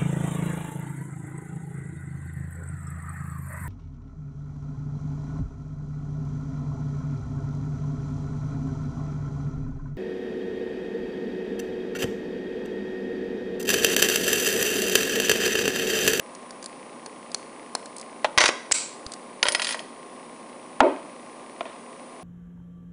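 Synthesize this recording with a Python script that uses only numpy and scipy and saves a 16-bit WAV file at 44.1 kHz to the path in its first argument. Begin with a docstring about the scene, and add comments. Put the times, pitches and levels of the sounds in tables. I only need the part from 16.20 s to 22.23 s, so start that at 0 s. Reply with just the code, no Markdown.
"""A padlock is picked on a wooden desk, just in front of a small camera in a quiet room.
Pins tick and scrape, the pick drops, the shackle springs open, the tension wrench rattles to rest,
and the lock is stood on the desk. Each impact is a click and brief chatter that excite damped modes.
A fan hums and the camera whines and ticks faintly; its fast limiter compresses the loudest hits,
so the room's reverberation swells up behind them."""
import sys
import numpy as np
from scipy import signal
from scipy.fft import rfft, irfft
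from scipy.io import wavfile

SR = 44100
rng = np.random.default_rng(int(sys.argv[2]) if len(sys.argv) > 2 else 0)


def generate_wav(signal):
    """Clip the signal to [-1, 1] and save it as 16-bit WAV at the path in sys.argv[1]."""
    frames = np.transpose(np.atleast_2d(signal))
    scaled = np.clip(frames, -1, 1) * 32767
    pcm = np.round(scaled).astype(np.int16)
    wavfile.write(sys.argv[1], SR, pcm)


N = 265923

# Single pin clicks: t/s, relative level/dB, tilt/(dB/octave), pin f/Hz
PIN_TICKS = [(0.1504, -41, 1, 6760), (.3078, -39.5, 0, 4560), (.4596, -32, 2.5, 4770),
             (.8612, -36, -4.5, 4500), (1.1173, -40, 1, 4810), (1.1458, -22, -0.8, 4450),
             (1.5511, -21.5, -3.5, 5240), (2.8652, -34, -4, 4910)]
# Drags through the keyway: t/s, length/s, relative level/dB, tilt/(dB/octave), pin f/Hz
PIN_SCRAPES = [(0.4267, .018, -38, 1, 4700), (1.658, .006, -40.5, -2.5, 7540), (1.767, .055, -38, 5, 8000),
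               (2.92, .02, -33, 1, 4800)]
# Contact spectrum of a pin: f/Hz, relative level/dB
PIN_FORCE = [(60, -22), (300, -12.5), (1000, -0.5), (1700, -3), (2600, -12.5), (3400, -4), (4400, 2.5),
             (6300, 0), (8500, -3), (10000, -7.5)]
# Modes of the lock body: f/Hz, relative level/dB, T60/s
LOCK_MODES = [(4270, -6.5, 0.022), (4900, -10, .025), (7430, -49, 0.026), (8000, -22, 0.017),
              (8460, -1, 0.013), (9730, 7, 0.014)]


def pins(catch_gap_s=.015, jitter_s=.001, uneven_db=1.5, tick_t60=.014, catch_t60=.022):
    """Stick-slip friction: the tool catches almost periodically; catches and clicks ring pin and lock."""
    rows = [(s, db, tilt, tick_t60, hz) for s, db, tilt, hz in PIN_TICKS]
    for start, length, db, tilt, hz in PIN_SCRAPES:
        catches = np.arange(start, start + length, catch_gap_s)
        for s, (late, strong) in zip(catches, rng.standard_normal((10, 2))):
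            rows.append((s + jitter_s * late, db + uneven_db * strong, tilt, catch_t60, hz))
    return spot_impacts(rows, PIN_FORCE, LOCK_MODES, ring_db=-11.5, chatter=3.8,
                        spot_db=-.5, spot_t60=.016)


# The latch lets go and the shackle hits its stop: t/s, level/dB, tilt/(dB/octave), chatter T60/s
SHACKLE_SNAPS = [(2.5131, -22, -8, 0.013), (2.5178, -15, 13, 0.025), (2.5216, 4.5, 2.5, 0.014),
                 (2.5248, -3, 7.5, 0.0055)]
# Contact spectrum of the shackle: f/Hz, relative level/dB
SHACKLE_FORCE = [(60, -34), (400, -29), (1200, -7), (2200, 0.5), (3500, -5), (5100, 1), (6200, -7),
                 (7500, 2.5), (8200, -2), (9000, -8), (10000, -22.5)]


def shackle(ring_db, chatter):
    """Release of elastic energy: the sprung shackle strikes the lock body in a tight cluster of hits."""
    return impacts(SHACKLE_SNAPS, SHACKLE_FORCE, LOCK_MODES, ring_db, chatter)


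# Pick bounces: t/s, tip level/dB, handle delay/s, handle level/dB, handle tilt/(dB/octave)
PICK_BOUNCES = [(2.1774, 2, .0062, 8, -0.5), (2.204, -13, 0.01, -13.5, 2.5), (2.226, -22, 0.013, -9.5, 0),
                (2.2564, -13, 0.0029, -13.5, 0.5), (2.28, -13, .009, -16, -4.5)]
# Contact spectrum of the pick: f/Hz, relative level/dB
PICK_FORCE = [(60, -26), (150, -17), (250, -4.5), (450, 2), (1000, 5), (1900, 8), (3200, 4), (4800, 1),
              (6500, -3), (7700, -12), (8700, -13), (10000, -8.5)]
# Modes of the pick and of the desk: f/Hz, relative level/dB, T60/s
PICK_MODES = [(3575, -21, .1), (4470, -16, .08), (5965, -8, .15), (8610, -12, .15)]
DESK_MODES = [(349.4, -15, 0.17), (506, -15, 0.065), (603, -7.5, 0.048), (933, -10, 0.062),
              (1017, -7, 0.051), (1420, -7.5, 0.071), (1927, -1, 0.027), (2480, -6, 0.031),
              (3214, -4, 0.019)]


def dropped_pick(tip_t60=.053, handle_t60=.021, tilt_db_per_octave_per_s=75):
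    """Two-point impact: the springy tip lands and buzzes, then the handle slaps down."""
    rows, dropped_s = [], PICK_BOUNCES[0][0]
    for s, tip_db, delay, handle_db, handle_tilt in PICK_BOUNCES:
        tip_tilt = tilt_db_per_octave_per_s * (s - dropped_s)  # the buzz thins as the bounces get lower
        rows.append((s, tip_db, tip_tilt, tip_t60))
        rows.append((s + delay, handle_db, handle_tilt, handle_t60))
    return rattle(rows, PICK_FORCE, DESK_MODES + PICK_MODES, ring_db=-18.5, chatter=9.8,
                  after_db=-4, after_s=.0066)


# The tension wrench tumbles and finally tips over: t/s, level/dB, tilt/(dB/octave)
WRENCH_BOUNCES = [(3.2288, -11, -2), (3.2545, -19.5, -5.5), (3.267, -20.5, -2.5), (3.2852, -13.5, 1.5),
                  (3.3213, -18, 8), (3.3487, -14.5, -1), (3.3965, -21.5, -1.5), (3.5452, -25.5, -3),
                  (3.593, -30.5, -0.5)]
# Contact spectrum of the wrench: f/Hz, relative level/dB
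WRENCH_FORCE = [(60, -31), (200, -24.5), (550, -0.5), (1000, 2.5), (1900, 4), (3300, 5.5), (4900, 6),
                (5800, -2), (7600, -2.5), (8600, -4.5), (10000, -7)]
# Modes of the wrench: f/Hz, relative level/dB, T60/s
WRENCH_MODES = [(4270, -24, 0.45), (5130, -11, 0.14), (6363, -6, 0.05), (9475, 4.5, 0.073), (9835, 3, 0.08)]


def tension_wrench(bounce_t60=.021, rock_start_s=3.419, first_hop_s=.027, restitution=.875):
    """Inelastic collision: the wrench bounces, then rocks, each hop shorter and weaker than the last."""
    rows = [(*bounce, bounce_t60) for bounce in WRENCH_BOUNCES]
    first_db, loss_db, tilt_db, rock_t60 = -20.5, 1.15, 1.4, .056
    s = rock_start_s
    for hop in range(6):
        rows.append((s, first_db - loss_db * hop, tilt_db, rock_t60))
        s += first_hop_s * restitution ** hop
    return rattle(rows, WRENCH_FORCE, DESK_MODES + WRENCH_MODES, ring_db=-11.5, chatter=2.3,
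                  after_db=-8, after_s=.009)


# The held pick, the wrench settling, the two edges of the lock's base, a last bump and scuff:
# t/s, level/dB, tilt/(dB/octave), chatter T60/s, spot f/Hz
KNOCKS = [(2.0452, -13, 7, 0.051, 860), (3.5465, -33.5, 3, 0.06, 644), (3.602, -35, 2, 0.038, 630),
          (4.6046, 5, 1, 0.033, 273.7), (4.6078, -1, 2.5, 0.015, 943), (5.408, -23.5, 5, 0.031, 682),
          (5.455, -35, 6.5, 0.48, 676)]
# Contact spectrum of a dull knock on wood: f/Hz, relative level/dB
KNOCK_FORCE = [(60, -18), (170, -36.5), (245, -2), (420, 0.5), (620, 5), (1200, -5), (1500, -12),
               (2200, -16), (3800, -25), (5200, -40.5), (10000, -53)]


def desk_knocks(ring_db, chatter, spot_db):
    """Plate vibration: a knock excites the desk's modes and a note particular to the struck spot."""
    return spot_impacts(KNOCKS, KNOCK_FORCE, DESK_MODES, ring_db, chatter, spot_db, spot_t60=.052)


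# Jolts of the desk top: t/s, relative peak level/dB
JOLTS = [(2.175, -34), (2.239, -31), (2.522, -25), (2.864, -31), (3.228, -36), (3.284, -36), (4.605, -35)]


def desk_jolts(hz=68, t60=.021, gain_db=-3):
    """Structure-borne sound: the desk top gives one heavily damped heave under the camera per jolt."""
    out, t = np.zeros(N), np.arange(SR // 4) / SR
    heave = np.sin(2 * np.pi * hz * t) * 1000 ** (-t / t60)
    for s, db in JOLTS:
        add(out, s, amp(db + gain_db) * heave / heave.max())
    return out


def impact(level_db, tilt_db, chatter_t60, force, modes, ring_db, chatter, uneven_db=3):
    """Modal superposition: a click and micro-contacts (`chatter` times its size) plus decaying modes."""
    t = np.arange(SR // 6) / SR
    hz, mode_db, t60 = np.transpose(modes)[:, :, None]
    contact = rng.standard_normal(len(t)) * amp(-60 * t / max(chatter_t60, .002))
    contact /= np.linalg.norm(contact)
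    contact[0] += 1 / chatter  # the click
    rings = np.cos(2 * np.pi * (hz * t + rng.random(hz.shape))) * amp(-60 * t / t60)
    rings /= np.linalg.norm(rings, axis=1, keepdims=True)
    position_db = uneven_db * rng.standard_normal(hz.shape)  # where the blow lands weights each mode
    ring = (rings * amp(ring_db + mode_db + position_db)).sum(0)
    sound = colour(contact + ring, force, tilt_db)
    onset_rms = np.sqrt(np.mean(sound[:round(.004 * SR)] ** 2))
    return amp(level_db) * sound / onset_rms


def impacts(rows, force, modes, ring_db, chatter):
    """Linear superposition: successive impacts on the same modes add."""
    out = np.zeros(N)
    for s, *stroke in rows:
        add(out, s, impact(*stroke, force, modes, ring_db, chatter))
    return out


def spot_impacts(rows, force, modes, ring_db, chatter, spot_db, spot_t60):
    """Local resonance: each impact also rings one mode of the pin or spot it touches."""
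    out = np.zeros(N)
    for s, *stroke, spot_hz in rows:
        add(out, s, impact(*stroke, force, modes + [(spot_hz, spot_db, spot_t60)], ring_db, chatter))
    return out


def rattle(rows, force, modes, ring_db, chatter, after_db, after_s, after_taps=2):
    """Secondary impacts: the far end of a thin strip slaps down after every bounce."""
    out = impacts(rows, force, modes, ring_db, chatter)
    for s, level_db, tilt_db, chatter_t60 in rows:
        for late, weak in rng.random((after_taps, 2)):
            tap_db = min(level_db, -20) + after_db - 6 * weak  # the light end cannot hit hard
            tap = impact(tap_db, tilt_db, chatter_t60, force, modes, ring_db, chatter)
            add(out, s + .002 + after_s * late, tap)
    return out


# Reverberation time: f/Hz, T60/s
ROOM_T60 = [(250, 0.43), (600, 0.32), (1500, 0.5148), (4000, 0.52), (8000, 0.43)]
# Reverberant spectrum against the sound fed to the room: f/Hz, level/dB
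ROOM_SPECTRUM = [(100, -16.5), (250, -6), (700, -7.5), (1500, -17), (4000, -21.5), (8000, -16)]


def room(x, build_s=.022, gap_s=.006, reflections_per_s=5000):
    """Reverberation: wall reflections build up after a gap, then each band decays at its own rate."""
    reflections = rng.choice([-1., 1.], SR) * (rng.random(SR) < reflections_per_s / SR)
    hz, t, bands = signal.stft(reflections, SR, nperseg=256)
    decay = 1000 ** (-t / curve(ROOM_T60, hz)[:, None])
    tail = signal.istft(bands * decay, SR, nperseg=256)[1][:SR]
    tail *= np.clip((np.arange(SR) / SR - gap_s) / build_s, 0, 1)
    response = colour(tail / np.linalg.norm(tail), ROOM_SPECTRUM)
    return signal.fftconvolve(x, response)[:N]


# Fan noise and microphone hiss: f/Hz, relative spectral level/dB
HUSH_SPECTRUM = [(30, -26), (85, -30.5), (130, -14), (240, -1), (380, -2.5), (650, -3.5), (930, -6),
                 (1150, -7), (1300, -15), (1650, -16.5), (2300, -17), (3400, -23), (5300, -25),
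                 (8700, -29.5), (10000, -19)]
# Fan tones and the camera's whine: f/Hz, rms deviation/Hz, level/dB
WHINES = [(243.5, 7.74, -57), (530, 11.34, -57), (1003, 2.93, -59.5), (1066, 3.92, -54), (1190, 3.25, -61),
          (8020, 24, -68), (9633, 22, -58), (10520, 110, -94)]


def hush_and_whines(hush_db=-43, waver_hz=6):
    """Random frequency modulation: fan and camera tones waver over steady broadband noise."""
    hz = np.fft.rfftfreq(N, 1 / SR)
    out = amp(hush_db) * shaped_noise(amp(curve(HUSH_SPECTRUM, hz)))
    for centre, swing, db in WHINES:
        drift = shaped_noise(1 / (1 + (hz / waver_hz) ** 2))
        phase = 2 * np.pi * np.cumsum(centre + swing * drift) / SR
        out += amp(db) * np.sqrt(2) * np.sin(phase)
    return out


# The camera's two ticks per frame: t/s within the frame, level/dB
FRAME_TICKS = [(.0125, -58.5), (0.0293, -45)]
# Spectrum of one tick: f/Hz, relative level/dB
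TICK_SPECTRUM = [(300, -12), (1400, -17.5), (1950, 9.5), (2600, 2), (3500, -5), (10000, -28)]


def camera_ticks(frame_hz=29.995, uneven_db=2):
    """Periodic interference: the camera's electronics add a faint pulse train at the frame rate."""
    out = np.zeros(N)
    tick = colour(signal.unit_impulse(512), TICK_SPECTRUM)
    tick /= np.sqrt(np.mean(tick[:SR // 1000] ** 2))
    for start, db in FRAME_TICKS:
        for s in np.arange(start, N / SR, 1 / frame_hz):
            add(out, s, amp(db + uneven_db * rng.standard_normal()) * tick)
    return out


def amp(db):
    """Amplitude ratio of a level in decibels."""
    return 10 ** (np.asarray(db) / 20)


def curve(points, hz):
    """Linear interpolation of (f/Hz, value) points on a log-frequency axis."""
    f, value = np.transpose(points)
    return np.interp(np.log(hz + 1), np.log(f + 1), value)


def add(mix, s, sound):
    """Superposition of a sound on the mix from time s."""
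    part = mix[max(round(s * SR), 0):][:len(sound)]
    part += sound[:len(part)]


def shaped_noise(gain):
    """Spectral weighting of white noise, scaled to unit rms."""
    noise = irfft(rfft(rng.standard_normal(N)) * gain, N)
    return noise / np.sqrt(np.mean(noise ** 2) + 1e-20)


def colour(x, spectrum, tilt_db=0, size=2048):
    """Minimum-phase filtering by a spectrum, tilted by tilt_db per octave above 400 Hz."""
    hz = abs(np.fft.fftfreq(size, 1 / SR))
    octaves = np.log2(np.maximum(hz, 400) / 2000)
    log_gain = np.log(amp(curve(spectrum, hz) + tilt_db * octaves))
    taps = np.fft.ifft(np.exp(np.conj(signal.hilbert(log_gain)))).real
    return signal.fftconvolve(x, taps[:size // 2])[:len(x)]


def low_pass(x, hz):
    """Steep band limiting by a windowed sinc."""
    return signal.oaconvolve(x, signal.firwin(401, hz, window=("kaiser", 8), fs=SR), "same")


def scene():
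    """Direct and reverberant fields add over the background; each source has its own room level."""
    clicks = amp(2) * pins()
    pick = dropped_pick()
    snap = shackle(ring_db=-55, chatter=3.9)
    wrench = tension_wrench()
    knocks = desk_knocks(ring_db=-15, chatter=4.4, spot_db=-1)
    # Over all directions a heavy blow's chatter averages out, so the room gets a smoother spectrum.
    diffuse_snap = shackle(ring_db=-19, chatter=.62)
    diffuse_knocks = desk_knocks(ring_db=-14.5, chatter=.36, spot_db=4)
    reverb = room(amp(-.5) * clicks + amp(-2.5) * pick + amp(4.5) * wrench
                  + amp(-1) * diffuse_snap + amp(-2) * diffuse_knocks)
    direct = clicks + pick + snap + wrench + knocks
    return (direct + reverb + desk_jolts() + hush_and_whines() + camera_ticks())[None]


def record(dry, threshold_db=-2, recovery_db_per_s=800, attack_s=.0001, ceiling=.72, mic_edge_hz=10050):
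    """Peak limiting: the gain ducks on each loud hit, and whatever still exceeds the ceiling clips."""
    x = low_pass(dry[0], mic_edge_hz)
    over_db = np.maximum(20 * np.log10(abs(x) + 1e-9) - threshold_db, 0)
    recovery_db = np.arange(N) / SR * recovery_db_per_s
    held_db = np.maximum.accumulate(over_db + recovery_db) - recovery_db
    pole = np.exp(-1 / (attack_s * SR))
    reduction_db = signal.lfilter([1 - pole], [1, -pole], held_db)
    x = np.clip(x * amp(-reduction_db), -ceiling, ceiling)
    x = np.clip(low_pass(x, mic_edge_hz), -ceiling, ceiling)  # the filter's overshoot clips again
    return low_pass(x, hz=16000)[None]


dry = scene()
out = record(dry)
generate_wav(out)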